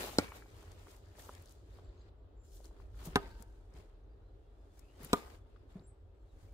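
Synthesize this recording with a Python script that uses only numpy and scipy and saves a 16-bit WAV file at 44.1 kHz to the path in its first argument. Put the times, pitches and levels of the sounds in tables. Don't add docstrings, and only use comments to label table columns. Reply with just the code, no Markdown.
import sys
import numpy as np
from scipy import signal
from scipy.fft import rfft, irfft, next_fast_len
from scipy.io import wavfile
from scipy.ndimage import uniform_filter1d, map_coordinates

SR = 44100
rng = np.random.default_rng(int(sys.argv[2]) if len(sys.argv) > 2 else 0)


def volts_from_decibels(level):
    exponent = np.asarray(level, float) / 20
    return 10 ** exponent


def to_wav(s):
    ch = np.atleast_2d(s).T
    pcm = np.round(np.clip(ch, -1, 1) * 32767)
    wavfile.write(sys.argv[1], SR, pcm.astype(np.int16))


N = 288149


def unit(x):
    return x / np.sqrt(np.mean(x ** 2) + 1e-20)


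def along(points, hz):
    f, v = np.transpose(points)
    return np.interp(np.log(hz + 1), np.log(f + 1), v)


def curves(rows):
    s, *cols = np.transpose(rows)
    return [np.interp(np.arange(N) / SR, s, c) for c in cols]


def by_spot(pair):
    change_s, fade_s = 2.1, .02
    return np.interp(np.arange(N) / SR, [change_s - fade_s / 2, change_s + fade_s / 2], pair)


def wobble(rate):
    knots = rng.standard_normal(int(N * rate / SR) + 4)
    return map_coordinates(knots, [np.arange(N) * rate / SR])


def filtered(x, response):
    m = next_fast_len(x.shape[-1] + 8192)
    return irfft(rfft(x, m) * response(np.fft.rfftfreq(m, 1 / SR)), m)[..., :x.shape[-1]]


def band(count, hz, width):
    noise = rng.standard_normal(count)
    return unit(filtered(noise, lambda f: 1 / (1 + (np.log((f + 1) / hz) / width) ** 4)))


def two_bands(count, hz, width):
    return np.array([band(count, hz, width) for _ in range(2)])


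def rush(spectrum, alike, patchy_db, grain_db):
    z = signal.stft(rng.standard_normal((2, N)), nperseg=512)[2]
    field = uniform_filter1d(rng.standard_normal(z.shape[1:]), size=8, axis=0)
    field = uniform_filter1d(field, size=8, axis=1)
    pair = signal.istft(z * volts_from_decibels(patchy_db * unit(field)), nperseg=512)[1][:, :N]
    pair = pair * volts_from_decibels(grain_db * wobble(400))

    def mid_and_side(hz):
        turn = np.arccos(np.clip(along(alike, hz), -1, 1)) / 2
        return volts_from_decibels(along(spectrum, hz)) * [np.cos(turn), np.sin(turn)]

    mid, side = filtered(pair, mid_and_side)
    return unit(np.array([mid + side, mid - side]))


def add(out, s, sound):
    place = out[:, round(s * SR):][:, :sound.shape[-1]]
    place += sound[..., :place.shape[1]]


def whistle(line_hz):
    return np.sin(2 * np.pi * np.cumsum(line_hz) / SR)


# (t/s, level/dB)
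WIND_STRENGTH = [(0.0, -59.5), (0.42, -61), (1.47, -64), (1.91, -55.5), (1.98, -62), (2.85, -54),
                 (3.09, -51.5), (3.75, -58.5), (3.97, -58), (4.84, -61.5), (5.24, -59), (5.46, -61),
                 (5.67, -61), (5.91, -62.5), (6.04, -63), (6.53, -57.5)]
# (f/Hz, level/dB per Hz)
RUMBLE_COLOUR = [(12, -21.5), (25, -13.5), (36, -5), (50, -0.5), (62, -6.5), (75, -22), (110, -54.5),
                 (200, -120)]
# (f/Hz, level/dB per Hz)
UPPER_COLOUR = [(30, -56), (60, -14.5), (76, 0), (92, 0.5), (108, -7), (128, -17), (200, -34.5),
                (400, -120)]
# (f/Hz, level/dB per Hz)
TREETOP_COLOUR = [(76, -30), (130, -13.5), (228, -13.5), (322, -6.5), (356, -9.5), (394, -3.5),
                  (481, -12.5), (532, -11.5), (1100, -24), (1240, -23), (2320, -36), (3600, -35.5),
                  (4600, -42), (6500, -52.5), (16000, -61.5)]
# (f/Hz, likeness from -1 to 1)
AIR_LIKENESS = [(60, .98), (130, .94), (290, .72), (640, .45), (1400, -.1), (3100, 0), (15000, 0)]


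def wind():
    deep_db, = curves(WIND_STRENGTH)
    gust_db = deep_db - deep_db.mean()
    roll = rush(RUMBLE_COLOUR, AIR_LIKENESS, patchy_db=0, grain_db=0.5)
    slow = np.abs(uniform_filter1d(roll[0] ** 2, size=SR // 6)) + .05
    deep = volts_from_decibels(deep_db + 6.0) * roll / np.sqrt(slow)
    upper_db = by_spot((-57.5, -62)) + 0.26 * gust_db + 1.5 * wobble(14)
    upper = volts_from_decibels(upper_db) * rush(UPPER_COLOUR, AIR_LIKENESS, patchy_db=1.5, grain_db=3.0)
    tops_db = by_spot((-64.5, -67)) + 0.31 * gust_db + 0.69 * wobble(7.6)
    tops = volts_from_decibels(tops_db) * rush(TREETOP_COLOUR, AIR_LIKENESS, patchy_db=1.1, grain_db=0.5)
    return deep + upper + tops


# (f/Hz, level/dB per Hz)
HISS_COLOUR = [(2000, -21.5), (5000, -1.5), (7500, -4), (11000, -3.5), (15600, 1), (15900, -43)]


def microphone_hiss():
    return volts_from_decibels(-99.5) * rush(HISS_COLOUR, AIR_LIKENESS, patchy_db=1.0, grain_db=-2.0)


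# (f/Hz, level/dB per Hz)
CHORUS_COLOUR = [(2000, -44), (3000, -7), (3900, -6), (4800, -7), (5600, -14), (7400, -12), (10500, -34.5)]


def bird_chorus():
    level_db = by_spot((-83, -98)) + 2.3 * wobble(6.4)
    return volts_from_decibels(level_db) * rush(CHORUS_COLOUR, AIR_LIKENESS, patchy_db=1.0, grain_db=0.5)


def twitter():
    out = np.zeros((1, N))
    for at, pitch, glide, size in rng.random((200, 4)):
        count = round((.025 + .05 * size) * SR)
        line_hz = 3400 * 1.8 ** (pitch - .5) * np.linspace(1, .95 + .1 * glide, count)
        add(out, at * N / SR, volts_from_decibels(-100 + 6 * size) * np.hanning(count) * whistle(line_hz))
    return out


# (peak t/s, swish level/dB,
# rub level/dB, rise/s, fall/s)
SLEEVE_STROKES = [(0.042, -48.5, -43, 1, 0.25), (.229, -57.5, -49, 0.24, 0.2),
                  (0.367, -59.5, -53.5, 0.1215, 0.1), (.624, -68, -61.5, 0.56, 0.23),
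                  (.723, -71, -64, 0.2, 0.11), (.798, -70, -63.5, 0.15, 0.17), (0.916, -64, -60, 0.18, 0.15),
                  (1.197, -58, -61, 0.057, 0.28), (1.347, -71, -62, 0.82, 0.23),
                  (1.51, -69, -71, 0.57, 0.15), (1.77, -74, -68, 0.31, 0.17), (2.089, -92, -72.5, 1, 0.021),
                  (2.45, -74.5, -91.5, 0.027, 0.36), (2.555, -64, -95, 0.13, 0.18),
                   (2.653, -64.5, -65.5, 0.039, 0.07), (2.815, -76.5, -68, 0.22, 0.16),
                   (3.0, -66.5, -59.5, 0.12, 0.75), (3.055, -54, -53.5, 0.039, 0.077),
                   (3.19, -75, -54.5, 0.22, 0.36), (3.215, -71.5, -72.5, 0.09, 0.1),
                   (3.312, -72, -62.5, 0.26, 0.039), (3.426, -68, -62, 0.11, 0.024),
                   (3.5, -84, -97, 0.26, 0.63), (3.777, -70.5, -60.5, 0.1, 0.16),
                   (3.9, -93, -79, 0.28, 0.56), (4.795, -70.5, -71.5, 0.13, 0.062),
                   (5.043, -59, -55.5, 0.09, 0.18), (5.006, -73.5, -61, 0.06, .15),
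                   (5.169, -59, -48.5, 0.16, 0.17), (5.345, -69.5, -61, 1, 0.093),
                   (5.48, -87.5, -76, 0.198, 1), (5.705, -79.5, -68.5, .04, 0.33),
                   (5.77, -86, -75.5, 0.21, .12), (6.399, -79.5, -74, 0.087, .9),
                   (6.44, -76.5, -75.5, 0.35, .2)]


def strokes():
    t, power = np.arange(0, N, 32) / SR, 1e-12
    for s, swish_db, rub_db, rise, fall in SLEEVE_STROKES:
        drop_db = 24 * np.where(t < s, (s - t) / rise, (t - s) / fall)
        levels_db = [swish_db - drop_db, rub_db - drop_db / 0.85]
        power = power + volts_from_decibels(levels_db) ** 2
    return [np.interp(np.arange(N) / SR, t, level) for level in 10 * np.log10(power)]


# (f/Hz, level/dB per Hz)
NYLON_COLOUR = [(900, -23.5), (1500, -4), (2300, -11), (3200, -3.5), (5000, -2), (7000, 0.5), (10000, -4.5),
                (13000, -14.5), (15600, -9.5), (15900, -40.5)]
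# (f/Hz, level/dB per Hz)
PADDING_COLOUR = [(76, -32), (130, -4), (262, -6), (421, -2), (498, -6), (1230, -10), (2130, -14.5),
                  (5000, -21), (6500, -45), (11000, -120)]
# (f/Hz, level/dB per Hz)
SHEEN_COLOUR = [(6000, -35.5), (9000, -5), (12000, 2.5), (15600, 1), (15900, -39)]
# (f/Hz, likeness from -1 to 1)
CLOTH_LIKENESS = [(130, 0.78), (290, 1), (640, 0.35), (1400, -0.11), (3100, -.05), (6800, -0.036),
                  (15000, -0.2)]


def jacket():
    swish_db, rub_db = strokes()
    uneven_db = .6 * wobble(60)
    swish = volts_from_decibels(swish_db - 1.5 + uneven_db) * rush(NYLON_COLOUR, CLOTH_LIKENESS, patchy_db=0.5, grain_db=2.0)
    rub = volts_from_decibels(rub_db + 1.0 + uneven_db) * rush(PADDING_COLOUR, CLOTH_LIKENESS, patchy_db=2.2, grain_db=2.0)
    lows = filtered(rub, lambda f: 1 / (1 + (f / 550) ** 4))
    rub = rub + (volts_from_decibels(by_spot((-4, 1.5))) - 1) * lows
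    sheen_db = 1.307 * swish_db + 13.5 + uneven_db
    sheen = volts_from_decibels(sheen_db) * rush(SHEEN_COLOUR, CLOTH_LIKENESS, patchy_db=-2.0, grain_db=-2.0)
    return (swish + sheen + rub) * volts_from_decibels([[.8], [-.8]])


# (t/s, peak level/dB, f/Hz, left over right/dB)
SNAPS = [(0.133, -39, 800, -2), (0.32, -34.5, 1130, 0), (.32, -37, 1900, 0), (0.36, -50, 713, -6),
         (0.423, -40, 1450, 1), (0.459, -49, 910, 2), (0.629, -48, 1300, 3.0), (0.639, -51, 705, 2.0),
         (0.87, -42.5, 1120, 1), (1.153, -52, 570, 12), (1.184, -47, 950, 0), (1.187, -47, 500, 3),
         (1.239, -51, 1010, -2), (1.269, -49, 501, -6), (1.288, -47, 900, 11), (1.2925, -34, 1020, -2),
         (1.2925, -40.5, 516, 1), (1.2983, -45, 900, 0), (1.787, -47, 940, 3.5), (1.788, -52, 650, 3),
         (1.794, -55, 450, 2), (2.604, -45.5, 550, 7), (2.65, -50.5, 845, 5), (2.651, -59, 1510, 5),
         (2.711, -52, 720, 0), (2.8001, -49, 1030, 9), (3.423, -50.5, 1300, 14), (2.945, -54, 1300, 3),
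         (2.688, -63, 1050, 5), (3.016, -56, 1500, 3), (1.352, -53, 1500, 1), (5.561, -50, 1400, 10),
         (1.153, -50.5, 1700, 6), (1.334, -52, 1000, -1), (.279, -39, 2000, 0), (3.289, -66, 418, 0)]


def snaps_and_clinks():
    out, t = np.zeros((2, N)), np.arange(SR // 8) / SR
    for s, db, hz, pan_db in SNAPS:
        ring = -np.sin(2 * np.pi * hz * t) * volts_from_decibels(-60 * t * hz / 4.5)
        rustle = .1 * volts_from_decibels(-60 * t / .025) * band(len(t), .8 * hz, width=.55)
        onset = 1 - np.exp(-t / 0.00073)
        add(out, s, volts_from_decibels(db + 7.5 + pan_db * np.array([[.5], [-.5]])) * (ring + rustle) * onset)
    return out


# (t/s, peak level/dB, f/Hz, left over right/dB, width in log frequency)
CLOTH_TICKS = [(0.717, -52.5, 5900, 5, 0.53), (0.965, -58, 9000, 10, .6), (1.057, -65, 5500, 3.3, .4),
               (.134, -54, 7000, 4.5, .6), (1.284, -60, 8000, 7, .7), (1.272, -58, 13000, 4, .12),
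               (1.334, -55, 8000, 6, .25), (1.3503, -50, 5000, 5, 0.8), (1.4228, -55.5, 11530, 8, 0.38),
               (1.458, -56, 6200, 8, 0.58), (1.474, -59, 4500, 7, .25), (1.485, -57, 4400, 5, .25),
               (1.494, -57.5, 7500, 9, .4), (1.508, -62, 4800, 5, 0.32), (1.5227, -58, 8500, 14, .55),
               (2.644, -56, 4150, 8, .1), (2.645, -60, 8500, 6, .4), (2.655, -53, 5300, 6, .2),
               (2.656, -64, 7500, 8, 0.52), (2.559, -64, 7500, 4, 0.37), (2.958, -73, 10400, 6, .2),
               (3.048, -58, 5000, 3, .25), (3.054, -47, 7250, 4.5, 0.23), (3.057, -44, 13800, 5, .12),
               (3.067, -49, 11070, 4.5, .5), (3.408, -62, 12800, 8.9, .18), (3.4239, -50, 8000, 14, .6),
               (3.738, -62, 5840, 8, .45), (3.7713, -62, 3600, 10.2, 0.54), (4.793, -54.5, 7460, 13, 0.77),
               (5.047, -37.5, 10900, 4, 0.43), (5.795, -63, 4200, 3.5, 0.13),
               (5.031, -48, 11500, 2.5, 0.35), (5.5, -79, 9000, 3, 0.37), (5.562, -68, 3300, 9, .35),
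               (6.523, -66, 9640, 3.8, .6)]


def ticks():
    out, t = np.zeros((2, N)), np.arange(SR // 8) / SR
    for s, db, hz, pan_db, width in CLOTH_TICKS:
        noise = band(len(t), hz, width) + .7 * two_bands(len(t), hz, width)
        scrape = filtered(noise, lambda f: .8 * (f < 15800))
        shape = volts_from_decibels(-60 * t / .012) * (1 - np.exp(-t / .0004))
        add(out, s, volts_from_decibels(db + pan_db * np.array([[.5], [-.5]])) * shape * scrape)
    return out


DUST_LEVELS = (-47.5, -41, -40.5)
TORN_HZ, TORN_T60_S = (4950, 3600, 3560), (0.052, 0.045, .035)


def splinters(i, t, splinter_db):
    torn = two_bands(len(t), TORN_HZ[i], width=0.64)
    tearing = (t < .0019) + volts_from_decibels(1.0 - 60 * t / TORN_T60_S[i])
    dust = volts_from_decibels(DUST_LEVELS[i] - 60 * t / 0.048) * two_bands(len(t), 9400, width=.35)
    return volts_from_decibels(splinter_db - 6.5) * tearing * torn + dust


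# (f/Hz, level/dB)
STEEL_TONES = [
    [(4300, 7.5), (5300, 2.5), (7500, 1), (10000, -10.5), (13500, -18)],
    [(2700, 4.5), (3700, 6.5), (5500, -2), (7100, -12), (9000, -7), (11000, -13.5), (13500, -14.5)],
    [(2500, 0.5), (3700, 2.5), (5750, -6), (7800, 1), (10000, -3.5), (12800, -7.5), (15000, -10)],
]


def steel_chatter(i, t, after, splinter_db):
    chatter = sum(volts_from_decibels(db) * np.sin(2 * np.pi * (hz * t + rng.random())) for hz, db in STEEL_TONES[i])
    return volts_from_decibels(splinter_db - 60 * np.maximum(after - .0002, 0) / 0.0007) * chatter


# (f/Hz, level/dB, time to fall 60 dB/s)
LOG_TONES = [
    [(95, -26, 0.14), (206, -6, 0.021), (291, -4.5, 0.02), (443, -2.5, 0.013), (620, -14, .008),
     (756, -14.5, 0.024), (832, -27.5, 0.045), (1400, -13, 0.034), (2200, -20, 0.03), (2250, -35, 0.1),
     (2350, -35, .1), (1924, -31.5, 0.067), (3130, -29.5, 0.031)],
    [(161, -10, 0.054), (246, -4, 0.021), (400, -8, 0.14), (532.5, -8.5, 0.013), (756, -22.5, 0.063),
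     (900, -3.5, 0.02), (1010, -4.5, 0.022), (1243, -15, 0.078), (1390, -1, .016), (1570, -5, 0.028),
     (2080, -19, 0.037), (2800, -22, 0.036), (2320, -24, 0.034), (111, -16, 0.08)],
    [(257, 2, 0.012), (404, -11.5, 0.077), (500, -16.5, 0.027), (567, -1.5, 0.0086), (693, -12, 0.034),
     (1030, -3, 0.022), (1212, -12, 0.056), (1330, -15, 0.012), (2400, -22.5, 0.019), (130, -9.5, 0.021),
     (845, -16, .04), (1900, -29.5, 0.033), (3200, -27.5, 0.06), (3720, -22, 0.044)],
]


def log_ring(i, after):
    return sum(volts_from_decibels(db - 60 * after / t60) * np.sin(2 * np.pi * hz * after) for hz, db, t60 in LOG_TONES[i])


# (f/Hz, level/dB, time to fall 60 dB/s)
SHANK_TONES = [
    [(2300, -44, 0.8), (1600, -50, .6)],
    [(915, -43, .95), (1560, -46, .9), (1225, -49, .5)],
    [(1215, -40, 0.5), (920, -48, .3), (1558, -51, 0.45)],
]


def shank_quiver(i, after):
    tones = sum(volts_from_decibels(db - 60 * after / t60) * band(len(after), hz, width=.05) for hz, db, t60 in SHANK_TONES[i])
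    return (1 - np.exp(-after / .002)) * tones


GROUND_LEVELS = (-14.5, -7, -5)
# (delay/ms, level/dB)
NEAR_TRUNK = [(10.5, -19), (11, -17.5), (10.3, -18.5)]


def with_bounces(i, blow, bounce_ms):
    late_ms, late_db = NEAR_TRUNK[i]

    def copies(f):
        ground = volts_from_decibels(GROUND_LEVELS[i]) * np.exp(-2j * np.pi * f * bounce_ms / 1000)
        trunk = volts_from_decibels(late_db) * np.exp(-2j * np.pi * f * late_ms / 1000) / (1 + 1j * f / 1500)
        return 1 + ground + trunk

    return filtered(blow, copies)


def to_both_sides(x, side):
    far_side = np.array([[side < 0], [side > 0]])
    lag_s = .000158

    def shift(f):
        return np.exp(-2j * np.pi * f * lag_s * far_side) * volts_from_decibels(-.6 * far_side * f / (f + 4000))

    return filtered(x[None], shift)


# (f/Hz, time to fall 60 dB/s)
TRUNK_ECHO = [(100, 0.98), (400, 0.79), (1200, 0.5), (3000, 0.49), (10000, 0.15)]


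def echo(x, gap_s, speed):
    hz, t, z = signal.stft(rng.standard_normal((2, SR)), SR, nperseg=256)
    fade = volts_from_decibels(-60 * speed * t / along(TRUNK_ECHO, hz)[:, None])
    tail = signal.istft(z * fade, SR, nperseg=256)[1]
    delayed = np.pad(x, (round(gap_s * SR), 0))[None]
    return signal.fftconvolve(delayed, tail / np.linalg.norm(tail[0]), axes=1)


# (t/s, thump level/dB, crunch level/dB, splinter level/dB, side +1 left -1 right, ground bounce/ms)
THROWS = [
    (0.1851, -11, -36.5, -29, 1, 3.2),
    (3.1572, -14, -28, -32, -1, 3.97),
    (5.131, -13.5, -32, -29.5, -1, 4.17),
]
TRAVEL_MS = (1.25, 1.5, 1.65)


def nails():
    out, t = np.zeros((2, N)), np.arange(SR // 2) / SR
    for i, (s, thump_db, crunch_db, splinter_db, side, bounce_ms) in enumerate(THROWS):
        travel_s = TRAVEL_MS[i] / 1000
        after = np.maximum(t - travel_s, 0)
        add(out, s, splinters(i, t, splinter_db))
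        entry = steel_chatter(i, t, after, splinter_db)
        drag = -.45 * np.sin(np.pi * np.minimum(t / (travel_s + 0.0009), 1)) ** 2
        crunch = volts_from_decibels(crunch_db - 60 * after / .06) * band(len(t), 950, width=.5)
        onset = 1 - np.exp(-after / 0.00043)
        thump = (volts_from_decibels(thump_db) * log_ring(i, after) + crunch) * onset
        blow = thump + volts_from_decibels(thump_db) * drag + volts_from_decibels(-4.0) * entry
        blow = with_bounces(i, blow, bounce_ms)
        quiver = volts_from_decibels(thump_db) * shank_quiver(i, after)
        add(out, s, to_both_sides(blow + quiver + 0.44 * entry, side))
        add(out, s, volts_from_decibels(-23.5) * echo(blow, gap_s=0.0026, speed=3.1))
    return out


# (t/s, level/dB, f/Hz, time to fall 60 dB/s)
SOFT_THUDS = [
    (3.072, -31.5, 162, 0.073),
    (5.003, -44, 232, 0.05),
    (5.755, -34, 187, 0.068),
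    (5.8, -42.5, 140, 0.043),
    (3.741, -50.5, 149, 0.084),
    (5.031, -43, 150, 0.1),
    (5.015, -50, 420, 0.045),
    (5.06, -49, 220, .05),
    (3.4, -43.5, 210, .05),
    (.212, -41.5, 290, 0.054),
]


def thuds():
    out, t = np.zeros((2, N)), np.arange(SR // 8) / SR
    for s, db, hz, t60 in SOFT_THUDS:
        litter = 0.091 * volts_from_decibels(45 * t / t60) * band(len(t), 1.6 * hz, width=0.88)
        body = litter - np.sin(2 * np.pi * hz * t)
        add(out, s, volts_from_decibels(db - 60 * t / t60) * body * (1 - np.exp(-t / 0.0023)))
    return out


# (start t/s, end t/s, start f/Hz, end f/Hz, level/dB)
FAR_BIRD_NOTES = [(1.55, 1.59, 7250, 7350, -85), (1.71, 1.745, 3300, 4600, -75),
                  (1.745, 1.765, 4600, 5000, -75), (1.75, 1.765, 4400, 3400, -77),
                  (1.7, 1.712, 4000, 3400, -77), (1.565, 1.595, 3700, 5000, -83),
                  (1.59, 1.6, 5000, 4000, -77), (1.83, 1.865, 8200, 6900, -82),
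                  (1.845, 1.86, 7550, 7450, -79), (1.865, 1.882, 7500, 7450, -79),
                  (1.885, 1.897, 7200, 7250, -81), (1.86, 1.89, 3300, 5000, -76),
                  (1.889, 1.899, 3300, 4600, -72), (1.845, 1.856, 5000, 3300, -73),
                  (1.968, 2.008, 6450, 6480, -80), (1.968, 1.99, 3500, 4900, -77),
                  (2.008, 2.022, 4300, 3900, -72), (2.005, 2.025, 4800, 4750, -77),
                  (2.087, 2.098, 4600, 3000, -72), (1.998, 2.012, 2800, 4400, -76),
                  (2.15, 2.23, 7450, 7350, -93), (2.355, 2.555, 7270, 7170, -77),
                  (2.48, 2.5, 5050, 5000, -77), (2.52, 2.545, 5300, 5200, -75),
                  (2.535, 2.555, 6200, 6100, -76), (2.68, 2.705, 4050, 4000, -81),
                  (3.295, 3.325, 3500, 4800, -72), (3.3, 3.335, 4300, 4700, -74),
                   (4.23, 4.35, 4100, 4050, -87), (4.09, 4.16, 4750, 4700, -91),
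                   (4.03, 4.05, 6300, 6250, -91), (4.77, 4.8, 2250, 2400, -83),
                   (4.805, 4.87, 2430, 2720, -81), (4.42, 4.48, 2750, 2750, -89),
                   (4.58, 4.63, 5000, 5000, -90), (4.42, 4.53, 3300, 3400, -90),
                   (4.56, 4.66, 3500, 3450, -89), (4.69, 4.76, 3500, 3450, -88),
                   (4.86, 4.94, 2680, 2990, -78), (4.93, 4.995, 2950, 3270, -80),
                   (6.48, 6.498, 2350, 2250, -78), (5.7, 5.75, 7250, 7450, -86),
                   (5.94, 6.08, 8050, 7450, -99), (5.4, 5.44, 3600, 3300, -86),
                   (6.14, 6.19, 7800, 7750, -96), (1.99, 2.035, 6900, 7600, -83),
                   (6.275, 6.335, 4300, 3400, -84), (6.2, 6.24, 7400, 7350, -95)]


def far_birds():
    out = np.zeros((1, N))
    for s, end, start_hz, end_hz, db in FAR_BIRD_NOTES:
        line_hz = np.linspace(start_hz, end_hz, round((end - s) * SR))
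        add(out, s, volts_from_decibels(db - 1.8) * np.hanning(len(line_hz)) ** .5 * whistle(line_hz))
    return out


# (t/s, f/Hz, level/dB)
NEAR_BIRD = [
    (5.828, 7140, -83),
    (5.851, 7560, -72),
    (5.865, 7500, -69),
    (5.875, 9370, -69.5),
    (5.884, 9040, -67),
    (5.894, 7960, -72),
    (5.91, 8170, -75),
    (5.94, 7490, -105),
]


def near_bird():
    hz, db = curves(NEAR_BIRD)
    t = np.arange(N) / SR
    inside_s = np.minimum(t - NEAR_BIRD[0][0], NEAR_BIRD[-1][0] - t)
    return np.clip(inside_s / 0.0057, 0, 1) * volts_from_decibels(db) * whistle(hz)


def birds():
    far = (twitter() + far_birds())[0]
    song = far * (1 + .4 * wobble(300)) * volts_from_decibels(1.5 + 1.6 * wobble(71)) + near_bird()
    smear = volts_from_decibels(-6) * echo(song, gap_s=0.014, speed=1.6)[:, :N]
    return song * volts_from_decibels([[.7], [-.7]]) + smear


def scene():
    return wind() + bird_chorus() + jacket() + snaps_and_clinks() + ticks() + nails() + thuds() + birds()


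def low_pass(x):
    return signal.sosfilt(signal.butter(12, 16800, fs=SR, output="sos"), x)


def record(dry):
    def response(f):
        return (1j * f / (30 + 1j * f)) ** 2 * (f < 16600) * volts_from_decibels([[.2], [-.2]])

    return low_pass(filtered(dry + microphone_hiss(), response))


dry = scene()
out = record(dry)
to_wav(out)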